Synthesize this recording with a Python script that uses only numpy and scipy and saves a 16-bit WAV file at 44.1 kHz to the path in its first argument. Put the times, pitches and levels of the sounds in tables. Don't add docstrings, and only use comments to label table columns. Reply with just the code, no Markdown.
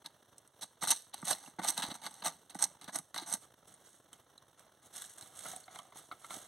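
import sys
import numpy as np
from scipy import signal
from scipy.fft import rfft, irfft
from scipy.io import wavfile

SR = 44100
rng = np.random.default_rng(int(sys.argv[2]) if len(sys.argv) > 2 else 0)


def store_pcm(level_fs):
    pcm = np.round(np.clip(level_fs, -1, 1) * 32767).astype(np.int16)
    wavfile.write(sys.argv[1], SR, np.atleast_2d(pcm).T)


N = 285396
TAPS = 4096
TIME = np.arange(N) / SR
HZ = np.fft.rfftfreq(TAPS, 1 / SR)

# start and length of the push in seconds, swell in dB, release t60 in
# seconds, force in dB, then fine fibres and bark rasp in dB over the force.
STROKES = [ (0.041, 0.023, 9, 0.049, -52, -6.5, 3.5), (0.608, 0.016, 13, 0.11, -47, 1.5, -3.5),
           (0.808, 0.014, 22, 0.3, -41, 1, -0.5), (0.876, 0.04, 12.5, 0.074, -31, 2.5, -7),
           (1.128, .014, 28, 0.048, -39, -11.5, -17), (1.242, 0.071, 20.5, 0.12, -36, 2.5, 1.5),
           (1.586, 0.013, -4.5, 0.082, -52.5, -4.5, 13), (1.614, 0.038, 15.5, 0.55, -40.5, -2, 2),
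           (1.667, 0.025, 11, 0.074, -36.5, 6, -4), (1.760, .018, 17, 0.55, -43.5, -2, 3),
           (1.821, 0.012, -4, 0.15, -35.5, -8, -7.5), (1.899, 0.017, 5, 0.061, -46, -10, 0.5),
           (1.939, 0.018, 4, 0.036, -51, 3, 1.5), (2.015, 0.055, 13, 0.06, -45.5, -2.5, 2),
           (2.220, .005, -1, 0.079, -46, -13, 0), (2.236, 0.024, 17.5, .14, -38, 1, 4),
           (2.494, 0.0093, 5, 0.092, -54, -3.5, 0), (2.545, 0.011, 4, 0.1, -56, 4.5, 5.5),
           (2.587, 0.044, 7, 0.15, -48, 6, 7), (2.811, .004, 0.5, 0.35, -54.5, -5.5, 0.5),
           (2.875, 0.013, -4, 0.13, -55.5, -1.5, 5), (2.922, 0.032, 17, 0.13, -48, 6.5, 6.5),
           (3.142, 0.078, 3, 0.23, -49, -4.5, -1.5), (3.26, 0.081, 9, 0.1, -50, 8, 6), ]
# frequency in Hz, width in Hz, level in dB.
BARK = [(644, 216, -5), (825, 141, 3), (938, 96, 0.5), (1180, 83, -5), (1597, 87, -10.5),
        (1860, 270, -22.5), (2070, 244, -7.5)]
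TRUNK = [(168.7, 47, -0.5), (239, 79, 1.5), (308, 92, -2.5)]
# frequency in Hz, level in dB.
FIBRES = [(100, -37), (500, -11), (1500, -15), (2700, -0.5), (3400, -13), (4000, 3.5), (5000, -7),
          (6200, -1.5), (7300, -6), (8400, 2), (9500, -3), (11300, -3), (13000, -8), (16000, -33)]
CRACKLE = [(200, -43), (1500, -4.5), (2800, -6.5), (3900, -3), (5000, -8), (6300, -2), (8400, 1),
           (9500, -1), (11300, -5), (13000, -10), (16000, -25)]


def scraping():
    # frequency in Hz, level in dB.
    coarse_spectrum = [(100, -24), (500, -22), (1600, -8), (2700, -1.5), (3400, -5.5), (4000, 1.5),
                       (4700, -1), (5600, -29), (9000, -22.5)]
    fine_spectrum = [(500, -53), (3500, -15), (5200, -8.5), (6200, 1.5), (7300, -7), (8400, 4),
                     (9500, -3.5), (11300, -4), (13000, -15.5), (16000, -23)]
    slips = flicker(rate_hz=260, depth_db=2.9)
    rasp = amp(-2.5) * grains(per_s=3000, spread_db=1) * slips
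    out, powers = np.zeros(N), np.zeros((3, N))
    for start, *drives in strokes():
        drag = drives[2] * rasp[round(start * SR):][:len(drives[2])]
        add(out, start, through(drag, ring(retuned(BARK))))
        for power, drive in zip(powers, drives):
            add(power, start, drive ** 2)
    coarse, fine, pressure = np.sqrt(powers)
    out += amp(-2.5) * through(grains(5000, spread_db=-0.5) * slips * coarse, colour(coarse_spectrum))
    out += amp(-0.5) * through(grains(4300, spread_db=0) * slips * fine, colour(fine_spectrum))
    chips = grains(per_s=110, spread_db=-2) * fine
    out += amp(-9) * through(chips, unit(burst(colour(FIBRES), decay_ms=2.4, rise_ms=0.178)))
    out += amp(-27.5) * through(grains(per_s=1500, spread_db=3) * pressure ** 0.72, ring(TRUNK))
    return out


def strokes():
    # start and length in seconds, level in dB.
    slides = [(1.16, 0.15, -66), (1.363, 0.12, -64.5), (1.726, .06, -80), (1.843, 0.074, -56.5),
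              (1.984, 0.061, -74), (2.083, 0.17, -65), (2.33, 0.12, -78.5)]
    bite_s = 0.0027
    for start, length, swell_db, t60, db, fine_db, rasp_db in STROKES:
        grip = amp(db) * held(start)
        force = grip * push(length, swell_db, t60, bite_s)
        crumbs = grip * amp(-14.5) * push(length, swell_db, t60=0.33, attack_s=bite_s)
        tearing = np.maximum(force, crumbs)
        yield start, tearing, amp(fine_db) * tearing, amp(rasp_db) * force
    for start, length, db in slides:
        force = amp(db) * held(start) * push(length, swell_db=1, t60=0.24, attack_s=bite_s)
        yield start, force, amp(3) * force, amp(3) * force


def held(start):
    lift_s, lift_db = 0.015, -7.5
    following = min([row[0] for row in STROKES if row[0] > start], default=np.inf)
    lifted = np.clip((start + TIME[:SR * 3 // 4] - following) / lift_s + 1, 0, 1)
    return amp(lift_db * lifted)


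def snapping():
    # start in seconds, relative level in dB, pitch in Hz.
    flakes = [(0.0604, -28.5, 3600), (0.381, -40.5, 7660), (0.4756, -48, 8600), (0.6196, -37, 3900),
              (0.633, -31.5, 4300), (0.822, -31, 7900), (0.835, -30, 8400), (0.8732, -26, 8200),
              (0.883, -24, 4170), (0.907, -19, 6200), (0.9121, -16, 8200), (0.9613, -31.5, 8350),
              (1.0213, -42, 8100), (1.142, -30, 8300), (1.2167, -43, 8300), (1.2524, -29.5, 8600),
              (1.2802, -27, 6400), (1.3083, -25, 8300), (1.3309, -24, 4530), (1.685, -18, 6000),
              (1.7024, -21, 8250), (1.777, -24, 3620), (1.8263, -29, 3950), (1.9139, -32.5, 3900),
              (2.0639, -27, 4140), (2.141, -39.5, 8600), (2.2237, -39, 3900), (2.2565, -34, 4000),
              (2.262, -33, 8100), (2.279, -27, 6570), (2.4996, -45, 8450), (2.5465, -36, 8300),
              (2.6237, -14.5, 7250), (2.6395, -16, 6500), (2.8127, -43, 3900), (2.843, -40, 3770),
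              (2.8787, -43, 3900), (2.945, -29, 8700), (2.9584, -21, 8800), (2.9867, -26.5, 9000),
              (3.1437, -32.5, 4000), (3.1605, -30, 3900), (3.178, -25.5, 3770), (3.1835, -26.5, 3880),
              (3.1972, -35, 4240), (3.326, -21, 7700), (3.3376, -18.5, 8300), (3.4141, -57, 5900),
              (3.4338, -48, 6300)]
    out = np.zeros(N)
    for start, db, hz in flakes:
        decay_ms = 3.32 * amp(db + 22) ** 0.22
        flake = peaked(FIBRES, hz, db=10.5, octaves=0.6)
        add(out, start, amp(db - 6.5) * burst(flake, decay_ms, rise_ms=0.12))
    return out


def knocking():
    # start in seconds, relative levels of bark and trunk in dB.
    knocks = [(0.824, -27, -42.5), (0.836, -26, -50), (0.872, -29, -49), (0.92, -26.5, -55),
              (1.14, -34, -77), (1.226, -35, -38.5), (1.307, -31, -65), (1.475, -43.5, -52.5),
              (1.585, -33.5, -35.5), (1.616, -36, -49), (1.691, -41, -48), (1.78, -34, -44),
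              (1.833, -30.5, -41), (1.879, -51, -43.5), (1.910, -47, -40.5), (2.065, -31, -63),
              (2.222, -40.5, -54.5), (2.549, -33, -40.5), (2.879, -44, -45.5), (2.89, -34.5, -69),
              (2.957, -32.5, -45.5), (2.988, -39.5, -48.5), (3.143, -34, -58), (3.161, -30, -66),
              (3.184, -33, -74), (3.217, -46, -44.5), (3.336, -42, -44)]
    out = np.zeros(N)
    for start, bark_db, trunk_db in knocks:
        add(out, start, amp(bark_db - 3.5) * burst(ring(retuned(BARK)), decay_ms=2.8, rise_ms=0.28))
        add(out, start, amp(trunk_db + 3) * burst(ring(retuned(TRUNK)), decay_ms=4.37, rise_ms=0.64))
    return out


def ticking():
    # start in seconds, relative level in dB, resonance in Hz, its height in dB.
    clicks = [(1.461, -42.5, 2840, 26), (3.74, -46, 8900, 14), (4.13, -42.5, 3100, 14),
              (4.378, -47.5, 3980, 23.5), (4.594, -51.5, 1530, 10), (5.020, -35.5, 8400, 1),
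              (5.041, -42, 7700, 3), (5.059, -51, 8000, 5), (5.182, -43, 8300, 4), (5.210, -39, 8500, 2),
              (5.224, -44, 4200, 15), (5.391, -37.5, 8040, 8), (5.562, -39, 8750, 8), (5.64, -50, 4384, 30),
              (5.758, -45, 4030, 13), (5.788, -39, 3070, 17)]
    out = np.zeros(N)
    for start, db, hz, ring_db in clicks:
        body = peaked(CRACKLE, hz, ring_db, octaves=0.16)
        add(out, start, amp(db - 1.5) * burst(body, decay_ms=2.67, rise_ms=0.21))
    return out


def walking():
    # start in seconds, relative level of the shaft in dB,
    # its resonance in Hz, relative level of the heel in dB.
    boots = [(5.224, -48, 870, -53), (5.454, -35, 1320, -54), (5.533, -37, 750, -62),
             (5.563, -41, 724, -56), (5.679, -39.5, 785.5, -67), (5.758, -37.5, 830, -61),
             (5.791, -37.5, 1150, -71), (5.921, -46.5, 990, -66), (5.957, -43.5, 900, -54),
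             (6.113, -33, 1230, -58), (6.12, -37, 1380, -54), (6.244, -38, 1400, -79),
             (6.303, -49, 1000, -78), (6.305, -33.5, 1260, -74), (6.367, -49, 719, -46.5)]
    # frequency in Hz, level in dB.
    shaft_spectrum = [(150, -16), (450, -13.5), (750, -1.5), (1000, -8), (1300, -6), (1700, -23), (2170, 0),
                      (2700, -18), (4000, -16), (6000, -37)]
    litter_spectrum = [(80, -11), (200, -8.5), (450, -7.5), (750, 3.5), (1000, -8), (1300, -1.5),
                       (1700, -19), (2200, -4.5), (3000, -12), (8000, -31)]
    soil = colour([(40, -22), (110, -5), (190, -4.5), (330, -7.5), (600, -11.5), (2000, -26)])
    crackle, litter, weight = treading()
    clumps = flicker(rate_hz=94, depth_db=1)
    needles = grains(per_s=4500, spread_db=3.2) * clumps * crackle
    out = amp(-1.77) * through(needles, colour(CRACKLE))
    crushing = grains(per_s=2500, spread_db=3) * clumps * litter
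    out += amp(-1) * through(crushing, colour(litter_spectrum))
    stiff_needles = grains(per_s=60, spread_db=0.6) * crackle
    out += amp(-5) * through(stiff_needles, unit(burst(colour(CRACKLE), decay_ms=5, rise_ms=0.2)))
    out += amp(1) * through(rng.standard_normal(N) * weight, soil)
    for start, db, hz, heel_db in boots:
        shaft = peaked(shaft_spectrum, hz, db=12.5, octaves=0.24)
        add(out, start, amp(db - 4.5) * burst(shaft, decay_ms=6.1, rise_ms=0.64))
        add(out, start, amp(heel_db + 2) * burst(soil, decay_ms=6.6, rise_ms=0.87))
    return out


def treading():
    # start and length in seconds, swell in dB, release t60
    # in seconds, crackle in dB, then litter and weight in dB over the crackle.
    rustles = [ (3.408, 0.022, 15, 0.21, -63, 3, -10), (3.668, 0.016, 1, 0.74, -64, -3, -3),
               (3.840, 0.12, -1.5, .30, -68.5, -19, -8), (4.122, .008, 9, 0.22, -66, 5.5, 0),
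               (4.570, 0.039, 1, 0.23, -71.5, 6.5, -14), (4.815, 0.025, 6, 0.83, -65.5, -1.5, -6),
               (4.924, 0.048, 9, 0.61, -47, -12, -21.5), (5.170, 0.066, 5, 0.76, -58.5, -3.5, -10),
               (5.330, 0.16, 13, 0.48, -47, -4.5, -16), (5.690, 0.06, 8, 0.61, -58.5, 2, -15),
               (5.943, 0.038, 5, 0.39, -54, -8, -17), (6.114, 0.0098, 7, 0.33, -65.5, 5.5, -1),
               (6.170, 0.074, 20, 0.35, -58, -2.5, -21), (6.294, 0.038, 1.5, 0.67, -49, -4.5, -15.5), ]
    powers = np.zeros((3, N))
    powers[0] = amp(-79.5) ** 2
    for start, length, swell_db, t60, db, litter_db, weight_db in rustles:
        press = amp(db) * push(length, swell_db, t60, attack_s=0.0071)
        for power, share in zip(powers, amp([0, litter_db, weight_db])):
            add(power, start, (share * press) ** 2)
    return np.sqrt(powers)


def scatter(x, t60, db):
    t = TIME[:SR // 2]
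    echoes = rng.standard_normal(len(t)) * (rng.random(len(t)) < 2500 / SR) * (t > 0.002)
    return amp(db) * through(x, unit(echoes * amp(-60 * t / t60)))


def forest():
    # frequency in Hz, level in dB.
    air_spectrum = [(15, -49.5), (25, -13.5), (127, -0.5), (190, -6.5), (335, -4.5), (503, -4.5),
                    (607, -2.5), (2160, -16.5), (2350, -14), (3920, -18.5), (5000, -25.5), (6050, -17.5),
                    (7310, -33.5), (8830, -21.5), (16000, -27.5)]
    air = rng.standard_normal(N) * flicker(rate_hz=78, depth_db=4)
    return amp(-67.5) * through(air, colour(air_spectrum))


def push(length, swell_db, t60, attack_s):
    t = TIME[:SR * 3 // 4]
    db = np.where(t < length, swell_db * (t / length - 1), -60 * (t - length) / t60)
    return np.minimum(t / attack_s, 1) * amp(db)


def grains(per_s, spread_db):
    size = amp(spread_db * np.minimum(rng.exponential(1, N), 4))
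    return evened(size * rng.choice([-1., 1.], N) * (rng.random(N) < per_s / SR))


def burst(response, decay_ms, rise_ms):
    ms = TIME[:TAPS] * 1000
    shape = np.exp(-ms / max(decay_ms, 0.1)) * (1 - np.exp(-ms / rise_ms))
    return unit(through(shape * rng.standard_normal(TAPS), response)) * np.linalg.norm(shape)


def ring(modes):
    t = TIME[:TAPS]
    return unit(sum((-1) ** k * amp(db) * width * np.exp(-np.pi * width * t) * np.sin(2 * np.pi * hz * t)
                    for k, (hz, width, db) in enumerate(modes)))


def retuned(modes):
    return np.array(modes) * [rng.uniform(0.93, 1.07), 1, 1]


def flicker(rate_hz, depth_db):
    return evened(amp(depth_db * wander(rate_hz)))


def wander(rate_hz):
    rolloff = 1 + (np.fft.rfftfreq(N, 1 / SR) / rate_hz) ** 4
    return evened(irfft(rfft(rng.standard_normal(N)) / rolloff, N))


def colour(points):
    return unit(causal(read(points)))


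def peaked(points, hz, db, octaves):
    resonance = db * np.exp(-(np.log2((HZ + 1) / hz) / octaves) ** 2)
    return unit(causal(read(points) + resonance))


def causal(db):
    log_gain = np.log(amp(np.r_[db, db[-2:0:-1]]))
    return np.fft.ifft(np.exp(np.conj(signal.hilbert(log_gain)))).real[:TAPS // 2]


def read(points):
    hz, value = np.transpose(points)
    return np.interp(np.log(HZ + 1), np.log(hz), value)


def add(mix, start, sound):
    part = mix[max(round(start * SR), 0):][:len(sound)]
    part += sound[:len(part)]


def through(x, response):
    return signal.oaconvolve(x, response)[:len(x)]


def amp(db):
    return 10 ** (np.asarray(db) / 20)


def evened(x):
    return x / np.sqrt(np.mean(x ** 2) + 1e-20)


def unit(x):
    return x / np.sqrt(np.sum(x ** 2) + 1e-20)


def scene():
    work = scraping() + snapping() + knocking() + ticking() + walking()
    ground = scatter(work, t60=0.03, db=-15)
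    trunks = scatter(work, t60=0.33, db=-24)
    sound = work + ground + trunks + forest()
    return np.array([sound, sound])


def record(dry):
    # frequency in Hz, share of the delayed copy taken off (capped below).
    cancel = [(600, -0.11), (1500, 0.61), (2400, 0.78), (7500, 0.62), (10200, 2), (12000, 0.46),
              (16000, 0.7)]
    # frequency in Hz, left minus right in dB.
    lean = [(100, -3.5), (800, -3), (1300, -2), (1800, 4), (2250, 3), (2650, -1.5), (4000, -2),
            (5500, -3.5), (8000, -6), (9500, -2), (11500, -1), (15000, -6)]
    notch_spacings = [2560, 2365]
    low_cut_hz, high_cut_hz = 66, 15950
    oblique = causal(read([(200, -23), (900, -33), (1900, -17), (4000, -19), (8000, -7),
                           (11000, -9.5), (15000, -11)]))
    out = []
    for x, notch_hz, side in zip(dry, notch_spacings, (1, -1)):
        comb = 1 - np.clip(read(cancel), 0, 0.95) * np.exp(-2j * np.pi * HZ / notch_hz)
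        microphone = causal(20 * np.log10(abs(comb)) + side * read(lean) / 2 - 1)
        out.append(through(x, microphone) + through(x, oblique) * wander(rate_hz=52))
    out = signal.sosfilt(signal.butter(2, low_cut_hz, "highpass", fs=SR, output="sos"), out)
    high_cut = signal.firwin(511, high_cut_hz, window=("kaiser", 8), fs=SR)
    return signal.oaconvolve(out, high_cut[None], "same", axes=1)


dry = scene()
out = record(dry)
store_pcm(out)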